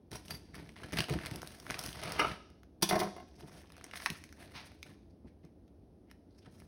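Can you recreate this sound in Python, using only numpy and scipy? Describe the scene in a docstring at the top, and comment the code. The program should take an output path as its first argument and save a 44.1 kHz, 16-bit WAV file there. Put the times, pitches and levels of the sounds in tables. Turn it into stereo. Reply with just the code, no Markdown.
"""Sawing and breaking a crusty loaf

A serrated knife saws through the crust on a wooden board, then rasps over the board as it is drawn out.
It is laid on the counter with a clink and a clatter; two hands break the loaf open and turn it.
Crust is clumped random fractures, filtered noise and flake pitches; blade and wood are decaying modes
or resonances. Close stereo microphone, slightly live kitchen, low steady rumble of filtered noise."""
import sys
import numpy as np
from scipy import signal
from scipy.fft import rfft, irfft, next_fast_len
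from scipy.io import wavfile
from scipy.ndimage import map_coordinates

SR = 44100
rng = np.random.default_rng(int(sys.argv[2]) if len(sys.argv) > 2 else 0)


def inscribe(sig):
    """Save sig as 16-bit PCM at rate SR to the path in sys.argv[1].

    A 1-D sig is mono; a 2-D sig holds one channel per row.
    Samples are clipped to [-1, 1] before scaling.
    """
    pcm = np.round(np.clip(np.atleast_2d(sig).T, -1, 1) * 32767)
    wavfile.write(sys.argv[1], SR, pcm.astype(np.int16))


N = 294147

# Splintering crust, relative spectrum: [f/Hz, level/dB]
BRITTLE_SPECTRUM = [(2000, -12), (5000, -0.5), (7500, 1.5), (11000, -6), (13000, -5), (15200, -3),
                    (17000, -30.5)]
# Dull body of the loaf, relative spectrum: [f/Hz, level/dB]
LOAF_SPECTRUM = [(25, -31), (60, 5), (100, -0.5), (170, 2), (250, -1.5), (340, -3.5), (500, -12.5),
                 (900, -18.5), (3000, -72.5)]


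def amp(db):
    """Decibels to gain."""
    return 10 ** (np.asarray(db) / 20)


def unit(x):
    """Scale to rms 1."""
    return x / np.sqrt(np.mean(x ** 2) + 1e-20)


def crest(x):
    """Scale to peak 1."""
    return x / np.abs(x).max()


def along(points, hz):
    """Read (f/Hz, value) points on a log frequency axis."""
    f, v = np.transpose(points)
    return np.interp(np.log(hz + 1), np.log(f), v)


def filtered(x, response):
    """Apply a complex response of frequency."""
    m = next_fast_len(N + 8192)
    spectrum = rfft(x, m) * response(np.fft.rfftfreq(m, 1 / SR))
    return irfft(spectrum, m)[..., :N]


def coloured(x, spectrum, size=4096):
    """Minimum-phase filter of unit energy with the given relative spectrum."""
    gain = amp(along(spectrum, np.fft.rfftfreq(size, 1 / SR)))
    cepstrum = irfft(np.log(gain))
    cepstrum[1:size // 2] *= 2  # fold to the causal half
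    cepstrum[size // 2 + 1:] = 0
    kernel = irfft(np.exp(rfft(cepstrum)))
    return signal.oaconvolve(x, kernel / np.linalg.norm(kernel))[:N]


def resonate(x, peaks):
    """Body of (f/Hz, width/Hz, level/dB) resonances of alternating sign, at unit power gain."""
    def body(f):
        gain = 0
        for k, (centre, width, db) in enumerate(peaks):
            peak = 1j * f * width / (centre * centre - f * f + 1j * f * width)
            gain = gain + (-1) ** k * amp(db) * peak
        return gain / np.sqrt(np.mean(np.abs(gain) ** 2))
    return filtered(x, body)


def add(track, s, sound):
    """Mix a sound in at time s."""
    part = track[max(round(s * SR), 0):][:len(sound)]
    part += sound[:len(part)]


def fade(t, t60_s):
    """Exponential decay, 60 dB in t60_s."""
    return np.exp(-np.log(1000) * t / t60_s)


def burst(t, t60_s, rise_share=0.033):
    """Puff of noise that swells quickly and dies."""
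    rise = 1 - np.exp(-t / (rise_share * t60_s))
    return 2 * rng.standard_normal(len(t)) * fade(t, t60_s) * rise


def ring(t, modes, detune=0, centre_hz=1000, focus_db=0, scatter_db=2):
    """Decaying modes, random strength, sign and tuning, weaker by focus_db per octave off centre."""
    hz, db, t60_s = np.transpose(modes)[:, :, None]
    db = db - focus_db * np.abs(np.log2(hz / centre_hz))
    db = db + scatter_db * rng.standard_normal(hz.shape)
    strength = amp(db) * rng.choice([-1, 1], hz.shape)
    hz = hz * np.exp(detune * rng.standard_normal(hz.shape))
    partials = strength * np.sin(2 * np.pi * hz * t) * fade(t, t60_s)
    return np.sum(partials, axis=0) / np.linalg.norm(strength)


def wobble(rate_hz):
    """Random piecewise-linear curve, rate_hz knots a second."""
    knots = rng.standard_normal(4096)
    return map_coordinates(knots, [np.arange(N) * rate_hz / SR], order=1, mode="wrap")


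def efforts(rows, attack_s, t60_s, sag_db_per_s=0):
    """Gain curve per dB column: each (start/s, length/s, level/dB..) movement swells, holds and dies."""
    gains = np.zeros((len(rows[0]) - 2, N))
    t = np.arange(SR) / SR
    for start_s, length_s, *dbs in rows:
        release = fade(np.maximum(t - length_s, 0), t60_s)
        shape = np.minimum(t / attack_s, 1) * amp(-sag_db_per_s * t) * release
        for gain, db in zip(gains, dbs):
            add(gain, start_s, amp(db) * shape)
    return gains


def fractures(rate_hz, size_db, clump_db, clump_hz):
    """Random tiny breaks of uneven size and sign that come in clumps; rms 1."""
    hits = rng.random(N) < rate_hz / SR
    size = np.clip(rng.standard_normal(N), -2, 2)
    pulses = hits * rng.choice([-1, 1], N) * amp(size_db * size)
    return unit(pulses * amp(clump_db * np.tanh(wobble(clump_hz))))


def flake_ticks(rate_hz=16, low_hz=650, high_hz=5200, size_db=3, count=9, clump_db=2):
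    """Crumbs of crust pop off in flurries, each size resonating at its own pitch; rms 1."""
    ticks = np.zeros(N)
    for hz in np.geomspace(low_hz, high_hz, count):
        pops = fractures(rate_hz, size_db, clump_db, clump_hz=45)
        ticks += unit(signal.lfilter(*signal.iirpeak(hz, 4, fs=SR), pops))
    return unit(ticks)


def crunch(effort, breaks, ticks_db, crust_db, brittle_db, push_db):
    """Small breaks and stray larger ticks sound in the crust; the soft crumb answers with a dull rumble."""
    # Crust body, relative spectrum: [f/Hz, level/dB]
    crust_spectrum = [(100, -32.5), (300, -7.5), (650, 8.5), (1000, -4.5), (1800, 0), (3000, -2.5),
                      (4500, -5), (6500, -13.5), (9000, -15), (16000, -30)]
    crust, brittle, push = effort
    crackle = amp(crust_db) * coloured(crust * breaks, crust_spectrum)
    splinters = amp(brittle_db) * coloured(brittle * breaks, BRITTLE_SPECTRUM)
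    ticks = amp(ticks_db) * crust * flake_ticks()
    tugs = fractures(rate_hz=700, size_db=-1.5, clump_db=3, clump_hz=25)
    return crackle + splinters + ticks + amp(push_db) * coloured(push * tugs, LOAF_SPECTRUM)


def reflections(x, t60s, size):
    """Diffuse echoes at two capsules after 2.5 ms; each frequency dies at its own speed."""
    hz, t, z = signal.stft(rng.standard_normal((2, size)), SR, nperseg=256)
    decay = fade(t, along(t60s, hz)[:, None])
    tail = signal.istft(z * decay, SR, nperseg=256)[1]
    tail = np.pad(tail / np.linalg.norm(tail[0]), ((0, 0), (SR // 400, 0)))
    return signal.fftconvolve(x[None], tail, axes=1)[:, :N]


def room_tone(level_db=-59, apart=0.91):
    """Steady low kitchen rumble: filtered noise, partly shared by the capsules."""
    # Rumble, relative spectrum: [f/Hz, level/dB]
    rumble_spectrum = [(20, -40), (40, -15), (65, -1), (90, -0.5), (125, -13.5), (175, -7.5), (240, -8),
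                       (310, -7.5), (450, -16.5), (700, -22), (1100, -36), (2000, -44), (6000, -47),
                       (16000, -53)]
    shared, left, right = [unit(coloured(rng.standard_normal(N), rumble_spectrum)) for _ in range(3)]
    return amp(level_db) * unit(shared + apart * np.array([left, right]))


def rubs(broad_db=-6, scrape_db=-2, attack_s=0.035, t60_s=0.08):
    """Palms brush the floury crust: fine grains, broad plus a resonant scrape at each slide's pitch."""
    # Palms sliding over the crust: [start/s, length/s, relative level/dB, scrape f/Hz]
    palm_slides = [(3.302, 0.064, -79, 5100), (3.34, 0.11, -70.5, 5080), (3.457, 0.16, -69.5, 5500),
                   (5.09, 0.016, -69, 4500), (5.231, 0.063, -75.5, 2006), (5.273, .025, -78, 4180),
                   (5.426, 0.028, -63.5, 2020), (5.665, 0.016, -76.5, 3510), (6.066, 0.037, -66, 2000),
                   (6.287, 0.057, -75.5, 4000), (6.356, 0.035, -65, 5250), (6.403, 0.03, -63.5, 2930),
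                   (6.444, 0.015, -59, 1390), (6.468, .02, -70.5, 4000), (6.52, 0.018, -70, 3200),
                   (6.547, 0.025, -64, 5800), (6.59, 0.018, -62, 2440)]
    grains = fractures(rate_hz=2500, size_db=3.5, clump_db=9.0, clump_hz=120)
    broad = coloured(grains, [(30, -40.0), (200, -7.0), (600, 13.5), (1200, 6.0), (2200, 9.5),
                              (5500, 0.0), (9000, -1.0), (15000, -30.5)])
    slides = np.zeros(N)
    for *slide, hz in palm_slides:
        scrape = unit(signal.lfilter(*signal.iirpeak(hz, 3.1, fs=SR), grains))
        effort = efforts([slide], attack_s, t60_s)[0]
        slides += effort * (amp(broad_db) * broad + amp(scrape_db) * scrape)
    return slides


def tear(attack_s=0.015, t60_s=0.42):
    """Strands of crumb part in a dense, grainy rustle."""
    # Soft crumb tearing: [start/s, length/s, level/dB]
    tearing = [(4.535, 0.036, -50)]
    strands = fractures(rate_hz=1800, size_db=2, clump_db=3, clump_hz=130)
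    strands = strands * efforts(tearing, attack_s, t60_s)[0]
    return coloured(strands, [(100, -21.0), (500, -14), (850, 4), (1400, -3), (2200, 2.0), (4000, 0.5),
                              (6500, -8.5), (9000, -31), (15000, -32.0)])


def handling():
    """The crust crackles and rustles where fingers press it; a squeeze builds and relaxes slowly."""
    # Fingers squeezing and prising: [start/s, length/s, crunch/dB, brittle treble/dB, push/dB], relative
    grips = [(3.25, 0.2, -70, -83, -60), (3.36, 0.08, -63.5, -70.5, -54), (3.47, 0.19, -64, -70, -56),
             (3.72, 0.29, -60.5, -86, -71), (3.92, 0.19, -67, -56.5, -66), (4.19, 0.17, -78, -80, -61),
             (4.36, 0.12, -59.5, -71, -56), (4.51, 0.13, -60.5, -64, -56), (4.84, 0.053, -62.5, -71.5, -51),
             (6.5, 0.18, -75, -74, -56)]
    effort = efforts(grips, attack_s=0.03, t60_s=0.47, sag_db_per_s=7.5)
    breaks = fractures(rate_hz=1600, size_db=1, clump_db=9.5, clump_hz=60)
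    return crunch(effort, breaks, ticks_db=-6, crust_db=-3.5, brittle_db=1.0, push_db=-7.5)


def landing(clink_t60_s=0.034, knock_t60_s=0.035, steel_db=-11, clink_db=-9, wood_db=-8, knock_db=-10,
            rattle_db=-6, focus_db=4):
    """The blade clinks down, then handle and blade rock and rattle to rest: struck modes plus noise puffs."""
    # Knife striking the counter: [t/s, steel/dB, wood/dB, strongest wood f/Hz, rattle/dB], relative
    contacts = [(2.813, -49, -44.5, 350, -63.5), (2.823, -16, -31.5, 354, -42.5),
                (2.827, -11.5, -17, 340, -36), (2.890, -20.5, -32, 305, -35), (2.896, -23.5, -26, 330, -37),
                (2.910, -33.5, -19, 600, -19.5), (2.924, -31.5, -18, 330, -31), (2.929, -40, -19, 423, -27),
                (2.943, -50, -23, 690, -23.5), (2.955, -30, -18.5, 680, -30),
                (2.961, -45, -21.5, 720, -42.5), (2.980, -53, -27, 400, -49),
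                (2.991, -28.5, -28.5, 650, -43.5), (3.0, -24, -24.5, 400, -29.5),
                (3.012, -49, -22, 700, -33.5), (3.019, -50, -21, 545, -40), (3.031, -35, -27, 330, -37),
                (3.043, -47, -29.5, 400, -46), (3.054, -54, -29.5, 597, -50), (3.071, -56, -30, 420, -58.5),
                (3.084, -63, -40, 500, -64), (3.103, -65, -49.5, 300, -65), (3.164, -49, -37, 1100, -44),
                (3.18, -64, -41, 1010, -43), (3.2, -54, -41, 400, -45), (3.225, -69, -44, 260, -70)]
    # Blade lying free, modes: [f/Hz, relative level/dB, t60/s]
    blade_modes = [(1744, -17, .12), (2446, -8.5, .08), (2994, -11.5, 0.11), (3427, -2, 0.082),
                   (3683, -7.5, 0.075), (3810, -8.5, .06), (4659, -10, 0.081), (5040, -10, .07),
                   (5670, -5.5, 0.0546), (5860, -7, 0.068), (9480, -8, .035), (10530, -8.5, .09),
                   (11310, -12, .07), (15200, -5, .04)]
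    # Handle on the counter, modes: [f/Hz, relative level/dB, t60/s]
    counter_modes = [(170.6, -8.5, 0.11), (196, 1.5, 0.14), (332.7, -3, 0.15), (366, 1, 0.07),
                     (473, -17, 0.052), (582.5, -8.5, .07), (627.5, -2, 0.081), (670, -1.5, 0.06),
                     (730, -1, 0.099), (811, -11, 0.058), (880, -14.5, 0.066), (1076, -2, 0.11),
                     (1320, -9.5, .05)]
    # Handle chattering against the blade, modes: [f/Hz, relative level/dB, t60/s]
    rattle_modes = [(1514, -8, 0.027), (1883, -7, 0.015), (1920, -1, 0.018), (2067, -0.5, .03),
                    (2200, -7, 0.015), (2820, -7.5, 0.035)]
    blade_detune = 0.014  # fingers still on the handle shift the pitches at each contact
    contact_detune = 0.011  # each contact lands on another spot of the counter
    rings, clinks, knocks = np.zeros((3, N))
    t = np.arange(SR // 3) / SR
    for s, steel, wood, hz, rattle in contacts:
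        add(rings, s, amp(steel + steel_db) * ring(t, blade_modes, blade_detune))
        add(rings, s, amp(wood + wood_db) * ring(t, counter_modes, contact_detune, hz, focus_db))
        add(rings, s, amp(rattle + rattle_db) * ring(t, rattle_modes, contact_detune))
        add(clinks, s, amp(steel + clink_db) * burst(t, clink_t60_s))
        add(knocks, s, amp(wood + knock_db) * burst(t, knock_t60_s))
    clinks = coloured(clinks, [(30, -52.0), (300, -26.0), (1000, -9.5), (3000, 6.5), (5000, 10),
                               (7000, 9), (10000, 2.5), (13000, 5.5), (15500, -1)])
    knocks = coloured(knocks, [(20, -54.5), (70, -22.5), (130, -10.0), (190, -0.5), (270, -16.5),
                               (360, 8.5), (480, -3.5), (700, 3.0), (1200, -7.5), (2200, -16),
                               (5000, -39.0)])
    return rings + clinks + knocks


def drag(tooth_hz=420, unevenness=0.25, grit=1.0, snag_db=4.5, rasp_db=-2):
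    """Serrations snag over the board and ring its resonances; the slipping tip rings brighter."""
    # Teeth on the board, hardest as the tip leaves the loaf:
    # [start/s, length/s, rasp/dB, board ring/dB, tip ring/dB], relative
    scrapes = [(1.76, 0.071, -60, -54, -63.5), (2.02, 0.21, -48.5, -51, -58),
               (2.18, 0.016, -43, -53.5, -43.5), (2.192, 0.0092, -25, -38.5, -25.5),
               (2.205, 0.013, -40.5, -29, -42), (2.224, 0.014, -41.5, -35.5, -47.5),
               (2.243, 0.0083, -41.5, -28, -46.5), (2.258, 0.026, -43.5, -46, -52.5),
               (2.3, 0.035, -51.5, -62.5, -62.5)]
    # Board resonances: [f/Hz, width/Hz, relative level/dB]
    board_peaks = [(300, 37, -6.5), (670, 56, 2), (925, 90, -7), (1276, 76, 3), (1460, 130, -13.5),
                   (2150, 110, -14.5), (2940, 70, -12), (3710, 70, -15.5), (4370, 80, -22)]
    # Tip slipping off the board, resonances: [f/Hz, width/Hz, relative level/dB]
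    tip_peaks = [(345, 82, -9.5), (1240, 92, 0.5), (1700, 300, -11.5), (2200, 170, 0), (2710, 200, -6),
                 (2940, 100, 1), (3100, 80, -6), (4950, 150, -12.5), (5600, 200, -14)]
    passed = np.floor(np.cumsum(tooth_hz * np.exp(unevenness * wobble(150))) / SR)
    teeth = unit(np.diff(passed, prepend=0) * amp(0.6 * wobble(300)))
    force = unit(teeth + grit * rng.standard_normal(N))
    # the tip bites and slips at once
    rasping, ringing, slipping = efforts(scrapes, attack_s=0.0032, t60_s=0.031)
    snags = unit(amp(snag_db * np.tanh(wobble(130))))
    rasp = coloured(force * snags * rasping, [(20, -35.5), (80, -11), (200, 10.5), (700, 10.0), (1400, 6.5),
                                              (2500, 6), (5000, 0.5), (10000, -5.0), (16000, -13.5)])
    board = resonate(force * ringing, board_peaks)
    tip = resonate(force * slipping, tip_peaks)
    return board + tip + amp(rasp_db) * rasp


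def catches(scrape_t60_s=0.046, ring_t60_s=0.073, ring_attack_s=0.0076, upper_db=-8, scrape_db=-6,
            squeak_db=3, chatter_db=4, waver=0.02):
    """The first teeth skid on hard crust and draw chattering chirps at two blade pitches."""
    # Teeth catching: [t/s, skid/dB, ring/dB, lower f/Hz, upper f/Hz], levels relative
    tooth_catches = [(0.113, -59, -49, 4040, 10470), (0.151, -42.5, -41, 5680, 10600),
                     (0.305, -35, -36.5, 4660, 11500), (0.344, -44.5, -38.5, 4690, 11450),
                     (0.55, -45, -51, 4680, 11500)]
    skids, squeaks = np.zeros((2, N))
    t = np.arange(SR // 4) / SR
    swell = fade(t, ring_t60_s) * (1 - np.exp(-t / ring_attack_s))
    for s, skid_db, ring_db, lower_hz, upper_hz in tooth_catches:
        add(skids, s, amp(skid_db) * burst(t, scrape_t60_s))
        turns = np.cumsum(1 + waver * wobble(430)[:len(t)]) / SR  # the crust's grip keeps shifting
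        chatter = chatter_db * np.tanh(wobble(300)[:len(t)])
        grip = swell * amp(ring_db + squeak_db + chatter)
        lower = np.sin(2 * np.pi * lower_hz * turns)
        upper = amp(upper_db) * np.sin(2 * np.pi * upper_hz * turns)
        add(squeaks, s, grip * (lower + upper))
    scrape = coloured(skids, [(20, -30.0), (150, 3), (500, 2), (2000, 6.0), (5000, 3), (11000, -1),
                              (16000, -8.0)])
    return squeaks, amp(scrape_db) * scrape


def bumps(t60_s=0.11, attack_s=0.032, tone_db=-2, thud_db=-12, glide=0.9, settle_s=0.0055):
    """The loaf rocks on the board: soft damped thuds that drop quickly to their pitch."""
    # Loaf bumping on the board: [t/s, relative level/dB, settled f/Hz]
    loaf_bumps = [(0.834, -35.5, 82), (0.927, -26.5, 160), (0.985, -24.5, 315), (1.102, -23, 124),
                  (1.124, -28, 185), (1.15, -23.5, 72), (1.31, -31, 111), (1.35, -33.5, 310),
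                  (1.691, -33, 308), (3.431, -37.5, 134.4), (3.937, -49, 262), (4.095, -30.5, 220),
                  (4.885, -42.5, 131), (5.243, -39, 209), (5.435, -43, 229), (6.468, -38.5, 182)]
    tones, thuds = np.zeros((2, N))
    t = np.arange(SR // 5) / SR
    turns = np.cumsum(1 + glide * np.exp(-t / settle_s)) / SR
    shape = fade(t, t60_s) * (1 - np.exp(-t / attack_s))
    for s, db, hz in loaf_bumps:
        add(tones, s, amp(db + tone_db) * np.sin(2 * np.pi * hz * turns) * shape)
        add(thuds, s, amp(db + thud_db) * burst(t, t60_s))
    return tones + coloured(thuds, LOAF_SPECTRUM)


def crumbles(attack_s=0.002, t60_s=0.025):
    """A patch of crust gives way in a quick run of small breaks."""
    # Patches crumbling: [start/s, length/s, level/dB]
    patches = [(0.542, .016, -56), (0.585, .014, -56.5), (0.758, .008, -54.5), (0.832, .014, -48.5),
               (0.929, .012, -44), (0.969, 0.02, -37.5), (1.738, .014, -46.5), (3.932, .012, -52.5),
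               (3.955, .008, -55), (3.997, .01, -48), (4.016, .018, -51), (4.142, .018, -53.5),
               (4.548, 0.0096, -57), (4.868, 0.0071, -69), (4.9, 0.017, -67.5)]
    breaks = fractures(rate_hz=1400, size_db=2.5, clump_db=2.5, clump_hz=250)
    breaks = breaks * efforts(patches, attack_s, t60_s)[0]
    return coloured(breaks, [(100, -26), (400, -9), (1000, -0.5), (1900, 4), (3000, -4.5), (5500, -8.5),
                             (9000, -16), (16000, -28.5)])


def snaps(swell_s=0.00044, flake_t60_s=0.011, crack_t60_s=0.014, chip_t60_s=0.0055, body_t60_s=0.012,
          pop_db=-6, flake_db=-7, crack_db=-22, chip_db=7, body_db=2, lead_s=0.012, lead_db=-15.5):
    """A flake strains and breaks: pitched pop, damped band, crack, bright splinter, hollow loaf knock."""
    # Crust breaking: [t/s, level/dB, flake f/Hz, treble/dB, hollow body/dB], levels relative; the loud break at
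    # # 4.06 s is echoed quickly and more weakly at 4.066 and 4.071 s
    breaks = [(0.116, -39.5, 1830, -47.5, -55), (0.251, -46, 3300, -64, -66), (0.282, -35, 2930, -58, -66),
              (0.308, -31.5, 4640, -51, -42.5), (0.544, -40, 1860, -56, -55),
              (0.692, -39, 2340, -63.5, -59), (0.834, -33, 1532, -57.5, -57), (0.923, -38, 1650, -46, -59),
              (0.929, -34, 1900, -47.5, -39), (0.934, -30, 1790, -46, -57.5),
              (0.971, -22.5, 2630, -41.5, -58), (0.987, -18.5, 2920, -35, -34),
              (0.992, -18, 2670, -45, -43), (1.005, -15, 2840, -37.5, -36), (1.041, -28, 2850, -51, -70),
              (1.085, -35, 1360, -48, -42), (1.097, -26.5, 2080, -42, -42),
              (1.139, -28, 1480, -50.5, -53.5), (1.188, -29.5, 1800, -70, -48.5),
              (1.212, -35, 1850, -62, -65), (1.235, -33, 1640, -54, -79), (1.251, -27.5, 1790, -53, -57),
              (1.260, -31, 1540, -40, -68), (1.267, -27.5, 2240, -43.5, -49), (1.312, -34, 2080, -47, -53),
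              (1.359, -40, 2260, -40, -51), (1.418, -35.5, 1430, -45, -57), (1.43, -48, 1390, -51, -46),
              (1.474, -40.5, 3826, -45.5, -65.5), (1.6, -46, 2610, -45.5, -63.5),
              (1.666, -31, 1780, -55.5, -57.5), (1.701, -21.5, 2280, -50.5, -50),
              (1.707, -22.5, 2000, -38, -39), (1.718, -29.5, 1819, -48.5, -55),
              (1.743, -24, 2440, -72, -45), (1.792, -35.5, 5570, -33, -48.5),
              (1.828, -38.5, 5703, -50, -62.5), (1.838, -30, 5515, -43, -61.5),
              (1.862, -43, 5060, -39, -62), (1.89, -33, 2564, -47.5, -58),
              (1.929, -32.5, 3170, -49.5, -59.5), (2.016, -42, 1350, -50, -54),
              (2.036, -27.5, 1540, -38.5, -52), (2.057, -44, 3000, -47.5, -54),
              (2.093, -44, 2470, -46.5, -52.5), (2.121, -24.5, 1540, -37.5, -44.5),
              (2.314, -29, 1853, -65, -53), (2.502, -58, 2970, -63, -69), (2.633, -47.5, 1397, -64.5, -69),
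              (3.408, -41, 1030, -58.5, -62), (3.619, -58, 2060, -63, -72), (3.702, -46, 2730, -68, -55),
              (3.721, -45.5, 1140, -53.5, -66), (3.767, -46, 1112, -60.5, -63),
              (3.78, -48.5, 1974, -57.5, -58), (3.811, -38.5, 1213, -63.5, -63),
              (3.842, -37, 2010, -45.5, -54), (3.865, -41.5, 2100, -58.5, -64),
              (3.912, -33.5, 2200, -58, -61), (3.936, -31, 2280, -64.5, -44.5),
              (3.957, -29, 2000, -64.5, -65.5), (3.973, -29, 2213, -54, -56.5),
              (4.001, -35.5, 2030, -58, -70.5), (4.021, -34, 1804, -51, -65.5),
              (4.06, -11, 1930, -38.5, -35.5), (4.066, -24, 1300, -51, -38), (4.071, -27, 1970, -62, -49),
              (4.102, -22.5, 2580, -39, -59.5), (4.225, -60, 2340, -73, -80),
              (4.239, -36.5, 2200, -48.5, -72.5), (4.291, -47, 2100, -62, -67),
              (4.326, -42.5, 1590, -56.5, -68), (4.426, -42.5, 1710, -66, -62),
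              (4.718, -44.5, 1500, -66, -61), (4.829, -28, 2320, -49, -79), (5.45, -64, 2120, -65, -65),
              (5.679, -61.5, 2200, -75, -81), (6.113, -45, 2016, -56, -56), (6.601, -56, 2190, -57, -69),
              (6.62, -50, 1150, -77, -59)]
    flakes, cracks, chips, bodies = np.zeros((4, N))
    t = np.arange(SR // 20) / SR
    swell = t / swell_s * np.exp(1 - t / swell_s)
    strain = amp(lead_db) * t / lead_s * (t < lead_s)  # the crust strains just before it gives
    for s, db, hz, treble_db, hollow_db in breaks:
        band = signal.butter(2, [hz * 0.56, hz * 1.76], "bandpass", fs=SR)
        add(flakes, s, amp(db + pop_db) * swell * np.sin(2 * np.pi * hz * t))
        add(flakes, s, amp(db + flake_db) * crest(signal.lfilter(*band, burst(t, flake_t60_s))))
        add(cracks, s - lead_s, amp(db + crack_db) * strain * rng.standard_normal(len(t)))
        add(cracks, s, amp(db + crack_db) * burst(t, crack_t60_s))
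        add(chips, s, amp(treble_db + chip_db) * burst(t, chip_t60_s))
        add(bodies, s, amp(hollow_db + body_db) * burst(t, body_t60_s))
    cracks = coloured(cracks, [(150, -28.5), (1000, -7.5), (2000, -9), (3200, -1), (6000, 4.5),
                               (9000, -3.0), (15500, -16.5)])
    bodies = coloured(bodies, [(40, -37.0), (150, -8.5), (400, -2.0), (700, -2), (1500, -5.5),
                               (3000, -22.5), (9000, -49.5)])
    return flakes + cracks + bodies + coloured(chips, BRITTLE_SPECTRUM)


def sawing(rip_db=-7.5, tooth_hz=52, unevenness=0.35, bite_db=3):
    """Each stroke drags teeth through crust in uneven bites, rips out pieces and shoves the loaf."""
    # Blade strokes: [start/s, length/s, crunch/dB, brittle treble/dB, push on loaf/dB], levels relative
    strokes = [(0.106, 0.054, -53, -53.5, -49), (0.24, 0.058, -68, -57.5, -63),
               (0.28, 0.062, -59.5, -56.5, -50), (0.39, 0.2, -72, -85, -64),
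               (0.53, 0.11, -61.5, -71, -54.5), (0.64, 0.077, -69, -70, -59),
               (0.76, 0.23, -58, -67.5, -54.5), (0.92, 0.1, -47, -50.5, -52.5),
               (1.08, 0.053, -44, -54.5, -42.5), (1.185, 0.2, -53, -62, -51.5),
               (1.41, 0.3, -61.5, -60.5, -60.5), (1.655, 0.2, -54.5, -61, -60.5),
               (1.78, 0.13, -54, -48.5, -54.5), (1.93, 0.075, -50.5, -65, -52.5),
               (2.01, 0.3, -46, -66.5, -48.5)]
    passed = np.cumsum(tooth_hz * np.exp(unevenness * wobble(40))) / SR
    bites = unit(amp(bite_db * np.cos(2 * np.pi * passed)))
    effort = efforts(strokes, attack_s=0.017, t60_s=0.22) * bites  # teeth bite, ease off and stop
    breaks = fractures(rate_hz=1000, size_db=1, clump_db=4.5, clump_hz=96)
    pieces = flake_ticks(rate_hz=72, low_hz=630, high_hz=4500, size_db=1, count=6, clump_db=8.5)
    rips = amp(rip_db) * effort[0] * pieces
    return rips + crunch(effort, breaks, ticks_db=-7.5, crust_db=-3.5, brittle_db=-2.5, push_db=0)


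def scene(near_db=-7.0, room_db=-12, snap_send_db=-3, squeak_send_db=-8):
    """Bread and knife, quick counter reflections and kitchen tail; snaps and squeaks are driest."""
    # Kitchen decay: [f/Hz, t60/s]
    kitchen_t60s = [(100, 0.4), (500, 0.67), (1200, 0.48), (2200, 0.56), (6000, 0.78), (15000, 0.24)]
    squeaks, skids = catches()
    bread = sawing() + handling() + crumbles() + tear() + rubs() + bumps() + skids
    cracks = snaps()
    knife = drag() + landing()
    sent = bread + knife + amp(snap_send_db) * cracks + amp(squeak_send_db) * squeaks
    near = reflections(sent, [(200, 0.11), (3000, 0.17), (12000, 0.072)], size=8192)
    near = filtered(near, lambda hz: hz / (hz + 400))  # small nearby things reflect little bass
    far = reflections(sent, kitchen_t60s, size=32768)
    direct = bread + cracks + knife + squeaks
    return direct + amp(near_db) * near + amp(room_db) * far + room_tone()


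def record(dry):
    """One capsule feeds the middle, one the sides, in shares that turn with frequency; then band limit."""
    # Phase between the stereo channels for direct sound: [f/Hz, phase/rad]
    channel_phase = [(0, .06), (200, .15), (650, .45), (1200, .35), (1800, .25), (2800, 1.15), (4400, 1.05),
                     (5200, .65), (6100, 1.7), (7300, 3.14), (8600, 4.4), (9900, 6.1), (11100, 6.45),
                     (12200, 8.2), (13700, 9.42), (14400, 9.9), (15600, 11.9)]
    top_hz = 16200

    def shares(hz):
        turn = np.interp(hz, *np.transpose(channel_phase)) / 2
        return np.array([np.cos(turn), 1j * np.sin(turn)])

    mid, side = filtered(dry, shares)
    stereo = np.array([mid + side, mid - side])
    return filtered(stereo, lambda hz: 1 / np.sqrt(1 + (hz / top_hz) ** 160))


dry = scene()
out = record(dry)
inscribe(out)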